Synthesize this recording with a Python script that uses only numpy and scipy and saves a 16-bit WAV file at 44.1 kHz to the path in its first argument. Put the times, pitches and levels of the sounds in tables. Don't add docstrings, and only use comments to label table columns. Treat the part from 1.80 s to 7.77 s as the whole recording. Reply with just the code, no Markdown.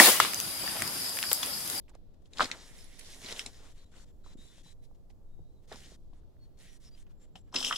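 import sys
import numpy as np
from scipy import signal
from scipy.fft import rfft, irfft, next_fast_len
from scipy.io import wavfile
from scipy.ndimage import uniform_filter1d

SR = 44100
rng = np.random.default_rng(int(sys.argv[2]) if len(sys.argv) > 2 else 0)


def to_wav(sig):
    pcm = np.clip(np.atleast_2d(sig), -1, 1) * 32767
    pcm = np.round(pcm).astype(np.int16)
    wavfile.write(sys.argv[1], SR, pcm.T)


def how_loud(loudness_db):
    steps = np.asarray(loudness_db, float) / 20
    return 10 ** steps


N = 263277
TIME = np.arange(N) / SR
PADDED = next_fast_len(N + 4096, True)
HZ = np.arange(PADDED // 2 + 1) * SR / PADDED + 1e-3
OPPOSITE = np.array([[1], [-1]])

# [t/s, effort/dB, thickness of the bark that gives/dB]
PULLS = [
    [(0.505, -80, -5), (0.53, -69, -5), (0.542, -66, -12.5), (0.612, -41.5, 7), (0.65, -45, -2),
     (0.69, -54, -1), (0.75, -56, -0.5)],
    [(0.75, -58, -1), (0.82, -61, -5), (0.86, -60, -9.5), (1.034, -59, -14.5), (1.106, -64.5, -14),
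     (1.186, -60, -15), (1.194, -47, -31), (1.204, -56, -15), (1.4, -55, -15.5)],
    [(1.4, -55, -16.5), (1.522, -44.5, -5.5), (1.538, -52.5, -7), (1.602, -46.5, -13.5), (1.7, -61.5, -5.5),
     (1.714, -63, -17.5), (1.854, -64, -1), (1.926, -65, -13.5), (1.935, -75, -10)],
    [(3.875, -71, -21), (3.93, -58, 6.5), (3.986, -59, -20.5), (4.146, -65, -10), (4.165, -75, -9)],
    [(4.772, -76, -19), (4.812, -61.5, -21), (4.95, -68.5, -17), (4.974, -68, -16), (4.985, -87.5, -10)],
    [(5.553, -80.5, 8), (5.558, -58, 3), (5.572, -69, -5), (5.594, -72, -12), (5.6, -82, -15),
     (5.62, -86, -15)],
    [(5.712, -93, 10), (5.739, -65, 4), (5.744, -41, -2.5), (5.758, -48, -1.5), (5.888, -36, -19),
     (5.908, -45, -5.5), (5.97, -46, -15)],
]


def level(x, db):
    return x * how_loud(db) / np.sqrt(np.mean(x ** 2))


def on_log(hz, table):
    f, v = np.transpose(table)
    return np.interp(np.log(hz + 1), np.log(f), v)


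def shaped(x, gain):
    return irfft(rfft(x, PADDED) * gain, PADDED)[..., :N]


def bell(hz, width):
    return 1 / (1 + 1j * (HZ - hz ** 2 / HZ) / width) ** 2


def band(x, hz, width):
    return shaped(x, bell(hz, width))


def walk(rate):
    k = int(SR / rate)
    steps = np.repeat(rng.standard_normal(N // k + 1), k)
    return 1.3 * uniform_filter1d(uniform_filter1d(steps, k), k)[:N]


def patchy(x, table, centres_hz, walks_db):
    bands = np.clip(1 - np.abs(np.log2(HZ / centres_hz[:, None])), 0, 1)
    return how_loud(walks_db) * shaped(x, how_loud(on_log(HZ, table)) * bands)


def grains(rate, scatter_db):
    breaks = rng.random(N) < rate / SR
    size_db = scatter_db * np.minimum(rng.exponential(size=N), 3)
    return breaks * how_loud(size_db) * rng.standard_normal(N)


def rings(table, rise, spread, rough, splinter):
    out = np.zeros(N + 8192)
    chance = rng.random((len(table), 2))
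    grit = rng.standard_normal((len(table), 2048))
    for (s, db, hz, cycles), (a, b), noise in zip(table, chance, grit):
        turn = np.arange(min(int(4 * max(cycles, .5) * SR / hz), 8000)) * hz / SR
        shape = (1 - np.exp(-turn / rise)) ** 2 * np.exp(-2 * turn / cycles)
        second_turn = turn * (1 + spread * (.5 + a)) + b
        ring = np.sin(2 * np.pi * turn) + rough * np.sin(2 * np.pi * second_turn)
        wide = 1 + int(SR / hz / 4)
        burst = uniform_filter1d(np.resize(noise, len(turn)), size=wide)
        ring += splinter * np.sqrt(wide) * uniform_filter1d(burst, size=wide)
        i = int(s * SR)
        out[i:i + len(turn)] += how_loud(db) * shape / shape.max() * ring
    return out[:N]


def handled(tables):
    effort_db, thick_db = np.full(N, -200.), np.zeros(N)
    for table in tables:
        s, db, thick = np.transpose(table)
        on = (TIME >= s[0]) & (TIME <= s[-1])
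        effort_db[on] = np.interp(TIME[on], s, db)
        thick_db[on] = np.interp(TIME[on], s, thick)
    return effort_db, thick_db


def played(tables_db):
    return uniform_filter1d(how_loud(np.array(tables_db)), size=200, axis=-1)


def wood():
    # [f/Hz, level/dB per Hz]
    breeze = [(7.1, -27.5), (12, 6.5), (30, -13.5), (63, -15), (96, -20), (259, -29.5), (319, -30),
              (566, -35.5), (1360, -54.5), (2300, -62.5), (4000, -58.5), (11000, -67), (16000, -61)]
    centres_hz, swell = 14 * 2 ** np.arange(11), walk(1.5)
    walks_db = np.array([.5 * swell + (.9 + 1.18 * (hz > 1500)) * walk(5.8) for hz in centres_hz])
    mid, side = (patchy(rng.standard_normal(N), breeze, centres_hz, walks_db) for _ in range(2))
    unlike = on_log(centres_hz, [(20, .75), (60, .55), (200, .6), (1000, .75), (6000, .8)])[:, None]
    mid, side = (np.sum(p / np.sqrt(1 + unlike ** 2), axis=0) for p in (mid, unlike * side))
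    return level(np.array([mid + side, mid - side]), -51)


def stirs():
    # [start t/s, peak t/s, end t/s]
    moments = [(0.078, 0.094, 0.104), (0.135, 0.152, 0.16), (0.338, 0.342, 0.346), (0.419, 0.422, 0.426),
               (0.445, 0.462, 0.478), (1.935, 1.98, 2.045), (2.05, 2.06, 2.11), (2.115, 2.17, 2.245),
               (2.25, 2.27, 2.312), (2.32, 2.42, 2.436), (2.438, 2.46, 2.541), (2.57, 2.62, 2.818),
               (2.832, 2.87, 2.927), (3.02, 3.04, 3.06), (3.295, 3.302, 3.314), (4.325, 4.335, 4.4),
               (4.61, 4.65, 4.668), (5.0, 5.045, 5.09), (5.11, 5.18, 5.228), (5.262, 5.268, 5.28),
               (5.29, 5.308, 5.322), (5.395, 5.42, 5.455), (5.655, 5.68, 5.7), (3.145, 3.152, 3.16),
               (3.715, 3.722, 3.735), (3.82, 3.845, 3.858)]
    # [peak level/dB, thickness/dB]
    strengths = [(-73, 4), (-81.5, 12.5), (-80, 1), (-80, -6), (-78.5, -4), (-67.5, -7), (-81, -9.5),
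                 (-64, -6), (-76, -9), (-87, -8), (-67, -3.5), (-65.5, -12), (-64.5, -12), (-72.5, -29),
                 (-73, -4), (-81, -1.5), (-80, -8), (-67, -8.5), (-70, -8.5), (-86.5, 12), (-78.5, 1),
                 (-74, -5), (-87.5, 6.5), (-80.5, -14.5), (-89, -11), (-80, -1)]
    tail_s = 0.017
    return [[(start, db - 9, thick), (peak, db, thick), (end, db - 2.5, thick),
             (end + tail_s / 4, db - 13, thick), (end + tail_s, db - 21, thick)]
            for (start, peak, end), (db, thick) in zip(moments, strengths)]


def litter(gain):
    crunch = rng.standard_normal(N) + level(grains(250, 3.3), 0)
    dull = level(band(crunch, 450, 610), 0)
    loudest = how_loud(-59)
    return how_loud(-3.5 + 2.7 * walk(25)) * np.minimum(gain, loudest) * dull


def strip(gains, effort_db):
    # [f/Hz, width/Hz, level on the first strip/dB, level on the last/dB]
    resonances = [(3100, 600, -1, 3.5), (3600, 1100, 2, -2), (5600, 1400, -1.5, -3.5),
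                  (7360, 3600, -9, -7.5), (2000, 700, -3.5, -23.5)]
    # [f/Hz, level/dB per Hz]
    leaf_hiss = [(880, -32), (1450, -4), (1860, 4.5), (2590, -1), (3690, 3), (4750, 0.5), (5340, 2),
                 (7450, -1), (8790, -5.5), (10100, -17.5), (13000, -25), (15500, -27.5)]
    last_strip_s = 5.0
    pull = np.clip((effort_db + 53) / 13, .08, .97)
    shared = level(grains(900, 4), 0)
    crackle = np.zeros(N)
    for hz, width, first_db, last_db in resonances:
        struck = level(grains(934, 4.1), 0) + 0.49 * shared + .5 * rng.standard_normal(N)
        crackle += how_loud(np.where(TIME < last_strip_s, first_db, last_db)) * band(struck, hz, width)
    rub = rng.standard_normal(N) + 0.44 * level(grains(1800, 1.5), 0) + 0.43 * level(grains(400, 2.2), 0)
    patches_db = [3 * walk(28) for _ in range(4)]
    hiss = patchy(rub, leaf_hiss, 1250 * 2 ** np.arange(4), patches_db).sum(axis=0)
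    main = np.sqrt(pull) * level(crackle, 0) + np.sqrt(1 - pull) * level(hiss, 0)
    fibres = np.sqrt(pull) * shared + np.sqrt(1 - pull) * rng.standard_normal(N)
    woody = level(band(fibres, 1240, 1900), 0)
    wisp = 0.29 * np.abs(bell(14000, 4200))
    airy = level(shaped(rub, np.abs(bell(10000, 1600)) + wisp), 0)
    return sum(p * g * how_loud(1.6 * walk(40)) for p, g in zip((main, woody, airy), gains))


def rip():
    # [t/s, peak level/dB]
    low = [(5.7245, -58), (5.7422, -30), (5.746, -36), (5.75, -41), (5.7585, -33), (5.7625, -21.5),
           (5.77, -38), (5.773, -34), (5.78, -34), (5.786, -31), (5.8012, -37), (5.8057, -30),
           (5.8265, -29), (5.8295, -30), (5.8332, -36), (5.842, -33), (5.847, -19), (5.852, -46),
           (5.862, -26.5), (5.868, -31), (5.8728, -35), (5.877, -40), (5.8846, -33), (5.8956, -29.5),
           (5.9075, -36), (5.9258, -21.5), (5.9365, -45), (5.949, -42), (5.9595, -23.5), (5.963, -29.5)]
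    # [t/s, peak level/dB]
    high = [(5.7253, -48.5), (5.731, -48), (5.746, -26.5), (5.75, -42), (5.752, -37), (5.758, -22.5),
            (5.7611, -17), (5.7619, -18.5), (5.764, -20.5), (5.7703, -25.5), (5.773, -26), (5.78, -31.5),
            (5.7852, -23), (5.7985, -33), (5.804, -24), (5.806, -30), (5.8118, -33), (5.8284, -24.5),
            (5.834, -30), (5.8431, -35), (5.848, -19), (5.8554, -29), (5.8595, -27), (5.8658, -30.5),
            (5.8674, -22), (5.875, -25), (5.878, -35), (5.8852, -27), (5.8951, -39), (5.907, -33),
            (5.9266, -27.5), (5.95, -45), (5.9596, -28), (5.963, -26.5)]
    cycles, scatter = 5, 0.085
    rows = [(s, db, 3100) for s, db in low] + [(s, db, 5600) for s, db in high]
    chance = rng.standard_normal(len(rows))
    return [(s, db, hz * (1 + scatter * c), cycles) for (s, db, hz), c in zip(rows, chance)]


def snapping():
    # [t/s, peak level/dB, ring f/Hz, decay/cycles]
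    fibres = [(0.0819, -56, 2540, 1.5), (0.1511, -44, 6940, 1.6), (0.4575, -56.5, 3270, 4.2),
              (0.5337, -43, 3770, 9.9), (0.5721, -37, 3420, 7.1), (0.5843, -28, 4000, 2.5),
              (0.5996, -36.5, 3320, 4.8), (0.6037, -33.5, 3580, 4.4), (0.6057, -27.5, 3840, 4.6),
              (0.6098, -26, 3100, 6), (0.6125, -28.5, 3600, 4.5), (0.6172, -28.5, 3320, 4.8),
              (0.6205, -26, 3490, 5.8), (0.6231, -27.5, 3360, 3.6), (0.6273, -23.5, 3810, 4),
              (0.6333, -32.5, 3960, 4.8), (0.6414, -33, 3653, 4.3), (0.987, -52, 5300, 30),
              (1.0438, -43.5, 10000, 9), (1.4464, -37, 6550, 5.6), (1.563, -40, 3200, 4),
              (1.5178, -31, 9800, 4.3), (1.6755, -52, 1980, 3.7), (0.6447, -26, 4960, 4.3),
              (0.6563, -32.5, 4244, 4.2), (0.7145, -22, 3730, 2.8), (0.7147, -25, 5140, 3),
              (1.1941, -45, 2600, 2), (1.2114, -40, 3920, 1.7), (1.359, -48, 6030, 3.8),
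              (1.461, -37, 4040, 17), (1.487, -38, 2970, 5.5), (1.4988, -61.5, 3600, 3.9),
              (1.5083, -39, 4070, 5), (1.5175, -33, 4100, 2.2), (1.525, -29, 3840, 3.3),
              (1.5715, -36.5, 3150, 4.2), (1.5938, -25, 3100, 2.8), (1.5941, -25, 5900, 4),
              (1.6615, -33, 4050, 6), (1.6625, -27.5, 7100, 2.6), (1.7325, -51, 6000, 6),
              (0.095, -49.5, 8100, 4.7), (3.302, -61, 3460, 1.65), (3.9245, -40.5, 3700, 6.9),
              (3.9582, -43, 5435, 5.5), (5.0479, -53.5, 5387, 4.6), (5.1494, -60, 2840, 6),
              (5.2667, -63.5, 3000, 4.9), (5.5565, -42, 3060, 5.3)]
    # [t/s, peak level/dB, ring f/Hz, decay/cycles]
    more_fibres = [(1.005, -54, 5200, 48), (1.1935, -37.5, 10300, 4.7), (1.4975, -36, 1990, 6),
                   (1.6635, -37.5, 3900, 6), (2.1635, -54.5, 2920, 6.8), (3.3025, -60.5, 2000, 3),
                   (4.8105, -57, 4320, 5), (4.335, -64, 3300, 3), (1.4445, -45, 2100, 5), (4.7893, -58, 6690, 5),
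                   (4.8033, -58, 3570, 5), (5.1769, -58, 3100, 8), (1.3595, -46, 9300, 5), (1.4, -54, 3500, 3.7),
                   (1.335, -49, 2200, 4), (1.417, -48, 3000, 4), (4.005, -47, 7000, 4)]
    snaps = rings(fibres + more_fibres, rise=.45, spread=.25, rough=.35, splinter=.9)
    snaps = snaps + rings(rip(), rise=0.57, spread=0.85, rough=0.031, splinter=0.45)
    return shaped(snaps, 1 / (1 + (1900 / HZ) ** 6))


def cracking():
    # [t/s, peak level/dB, ring f/Hz, decay/cycles]
    bark = [(0.115, -62, 860, 6), (0.153, -44.5, 627, 0.98), (0.5958, -17, 1240, 1.4),
            (0.6062, -7.5, 1360, 1.55), (0.6097, -21, 950, 1.4), (0.5843, -48, 1410, 2),
            (0.6012, -28.5, 560, 0.94), (0.6119, -22.5, 1310, 1.2), (0.6125, -36, 570, 2.3),
            (0.6178, -23, 660, 1.6), (0.6208, -20.5, 1286, 1.5), (0.6253, -37, 1200, 2),
            (0.6322, -36, 819.7, 1.6), (0.6385, -43, 781.6, 2.006), (0.657, -36, 1974, 4),
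            (0.6853, -44, 1248, 2), (0.7007, -37, 1420, 2), (1.5095, -48, 650, 1.4),
            (1.517, -61.5, 710, 2.4), (1.5945, -43, 1590, 2.4), (2.1395, -55.5, 1500, 3),
            (2.171, -59.5, 730, 2), (2.198, -60, 1542, 3), (5.7513, -38, 1280, 1.6),
            (5.8277, -38, 1480, 1.5), (5.847, -35, 1950, 3.3), (5.926, -24, 2000, 4.8),
            (5.9125, -33, 1900, 3), (0.714, -31.5, 1954, 4.8), (1.66, -46, 740, 2), (2.444, -61, 1362, 3.4),
            (2.462, -49, 1030, 2.1), (3.112, -58, 755, 1.87), (3.302, -61, 787, 4.4), (3.59, -59, 760, 3),
            (3.916, -44.5, 715, 1.84), (3.917, -45, 1820, 3), (3.929, -51, 1220, 2.3),
            (3.958, -47.5, 892, 1.64), (4.434, -68, 1390, 2.06), (4.567, -66, 1780, 1.6),
            (5.556, -49.5, 760, 4.2), (5.728, -47, 1012, 3.6), (5.743, -32.5, 950, 1.2),
            (5.814, -41, 940, 3.2), (5.9105, -20.5, 1310, 2.1), (5.9265, -27, 1250, 2.7),
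            (5.9318, -26.5, 1350, 1.5)]
    return -rings(bark, rise=0.9, spread=0.25, rough=0.18, splinter=0.02)


def trunk():
    # [f/Hz, width/Hz, level/dB]
    modes = [(265.4, 28, 2.5), (190.3, 29, 1), (427, 600, -5.5)]
    mid, side = (rng.standard_normal(N) + level(grains(270, 0.99), 0) for _ in range(2))
    x = mid + .35 * side * OPPOSITE
    effort_db, thick_db = handled(PULLS)
    shake_db = -54 + 0.76 * (effort_db + 48) + 0.4 * (thick_db + 3.5)
    return played(shake_db) * level(sum(how_loud(db) * band(x, f, w) for f, w, db in modes), 0)


def thudding():
    # [t/s, peak level/dB, ring f/Hz, decay/cycles]
    knocks = [(0.607, -44, 200, 3), (0.619, -45, 420, 2), (0.626, -35.5, 242, 2.2), (0.639, -43, 340, 2),
              (0.647, -40.5, 300, 2.5), (1.52, -44.5, 414, 2.8), (2.165, -59, 349.7, 3.5),
              (2.462, -58, 517, 2), (2.78, -60, 600, 1.9), (2.863, -58, 600, 1.66), (4.33, -61, 699, 4.1),
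              (1.444, -47.5, 240, 2.5), (1.664, -50.5, 244, 2.5), (1.86, -66.5, 180.6, 1.75),
              (2.503, -55, 139.2, 1.5), (2.552, -48, 232.6, 1.3), (2.586, -53.5, 206, 1.86),
              (2.812, -56, 293.6, 0.99), (2.853, -55.5, 137, 1.6), (3.013, -61, 166.6, 1.3),
              (3.59, -53.5, 322, 1.6), (3.916, -42.5, 430.6, 4.1), (4.042, -56, 126.7, 1.3),
              (4.119, -52, 389, 1.6), (4.121, -53.5, 140, 1.7), (3.595, -51.5, 91.6, 2.04),
              (3.94, -54, 151, 2), (4.328, -57, 179, 1.36), (4.852, -60.5, 132, 1.3),
              (5.547, -56.5, 130.2, 1.88), (5.748, -44, 261.4, 16), (5.912, -40.5, 580, 1.5)]
    return rings(knocks, rise=0.75, spread=0.47, rough=0.62, splinter=0.46)


def trees(x):
    t60_s = 0.087
    t = TIME[:SR // 2]
    tail = rng.standard_normal((2, len(t))) * how_loud(-60 * t / t60_s) * (1 - np.exp(-t / 0.002)) ** 2
    tail /= np.sqrt(np.sum(tail ** 2, axis=1, keepdims=True))
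    return how_loud(-5.5) * signal.fftconvolve(x[None], tail, axes=1)[:, :N]


def birds():
    # [start t/s, end t/s, pitch f/Hz, wobble/Hz,
    # level/dB]
    whistles = [(1.78, 1.865, 4440, 60, -75), (1.974, 2.04, 4400, 16.4, -64), (1.968, 2.08, 3930, 69, -65),
                (2.167, 2.249, 4400, 40, -72), (2.375, 2.495, 4380, 31, -75.5),
                (2.419, 2.546, 3960, 15, -66), (2.6, 2.73, 3960, 42, -67.5), (2.575, 2.66, 3730, 60, -66),
                (2.76, 2.837, 3260, 30, -72.5), (2.845, 2.941, 3945, 25, -62),
                (2.953, 3.083, 3945, 26, -76), (3.462, 3.718, 3780, 20, -72),
                (3.637, 3.81, 4023, 15.6, -73.5), (3.758, 3.88, 3790, 63, -78.5),
                (4.59, 4.668, 4340, 73, -58.5), (4.795, 5.0, 1880, 40, -73), (5.166, 5.21, 3150, 260, -72),
                (2.658, 2.82, 3570, 40, -70.5), (4.335, 4.417, 3485, 60, -81),
                (4.667, 4.798, 4310, 69, -74), (4.869, 4.977, 5750, 140, -68),
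                (5.024, 5.106, 5230, 300, -66), (5.106, 5.159, 4700, 120, -65),
                (5.33, 5.501, 7360, 61, -72.5), (5.52, 5.597, 7400, 58, -68), (5.602, 5.622, 7450, 40, -63),
                (5.635, 5.7, 7400, 58, -72), (1.699, 2.935, 7360, 96, -78.5)]
    out, waver, flutter = np.zeros(N), walk(600), how_loud(4 * walk(55))
    for start, end, hz, wobble_hz, db in whistles:
        on = (TIME > start) & (TIME < end)
        swell = np.sin(np.pi * (TIME[on] - start) / (end - start)) ** 0.5
        turn = np.cumsum(hz + wobble_hz * waver[on]) / SR
        out[on] += how_loud(db) * swell * flutter[on] * np.sin(2 * np.pi * turn)
    return out


def placed(mid, side):
    # [t/s, left minus right level/dB]
    hands = [(0.0, -8), (0.37, 5.5), (0.62, 1.5), (1.1, -4.5), (1.78, 1), (1.99, 3.5), (2.51, 1.5),
             (3.03, 1.5), (3.31, -1), (3.59, 2), (3.81, 0), (5.04, 0), (5.39, 2), (5.97, 0.5)]
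    pan_db = np.interp(TIME, *np.transpose(hands))
    return (mid + side * OPPOSITE) * how_loud(np.array([pan_db, -pan_db]) / 2)


def grounded(x):
    from_s, lag_s = 5.5, .00046
    share = 0.3 * (TIME > from_s)
    return (x - share * np.roll(x, int(lag_s * SR), axis=-1)) / np.sqrt(1 + share ** 2)


def ports(x):
    # [f/Hz, left minus right level/dB]
    tilt = [(1200, 0), (2100, -5), (3400, 6), (4700, 0), (6000, 1), (7600, 9), (8700, 0), (10200, -13)]
    # [f/Hz, phase lag/rad]
    lag = [(300, .15), (1100, .2), (2100, 1.3), (3200, .7), (4300, 1.5), (5600, .6), (8000, .1)]
    left = how_loud(on_log(HZ, tilt) / 2) * np.exp(-.5j * on_log(HZ, lag))
    return shaped(x, np.array([left, 1 / left]))


def scene():
    # [f/Hz, side over mid/0-1]
    unlike = [(500, .25), (1200, .25), (2500, .45), (8000, .6)]
    db, thick_db = handled(PULLS + stirs())
    airy_db = -17.5 - 0.24 * thick_db - .17 * (db + 64.5)
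    gains = played([db, db + thick_db, db + airy_db])
    effort_db = 20 * np.log10(gains[0] + 1e-9)
    mid, side = strip(gains, effort_db), strip(gains, effort_db)

    snaps, cracks = snapping(), cracking()
    blow_top_hz = 10300
    blows = shaped(snaps + cracks, 1 / (1 + (HZ / blow_top_hz) ** 8))
    bounce = rng.standard_normal((2, 512)) * np.exp(-TIME[:512] / 0.0034) / 8
    crack_bounce = 0.51
    side_bounce = np.convolve(blows - (1 - crack_bounce) * cracks, bounce[0])[:N]
    side = shaped(side + side_bounce, on_log(HZ, unlike))
    mid_bounce = np.convolve(snaps, bounce[1])[:N]
    mid = mid + .55 * shaped(mid_bounce, 1 / (1 + (HZ / blow_top_hz) ** 6))
    near = placed(mid + blows, side)

    gate = how_loud(-14 * np.clip((-74.0 - effort_db) / 14, 0, 1))
    around = None
    airborne = grounded(near + gate * trees(blows)) + gate * birds() + wood()
    return ports(airborne) + trunk() + litter(gains[1]) + thudding()


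def roll_off(x):
    return signal.sosfilt(signal.butter(12, 15770, fs=SR, output="sos"), x)


def record(dry):
    mic_hz, top_hz = 17000, 16000
    heard = shaped(dry, 1 / (1 + (HZ / mic_hz) ** 4) / (1 + (HZ / top_hz) ** 60))
    return roll_off(heard)


dry = scene()
out = record(dry)
to_wav(out)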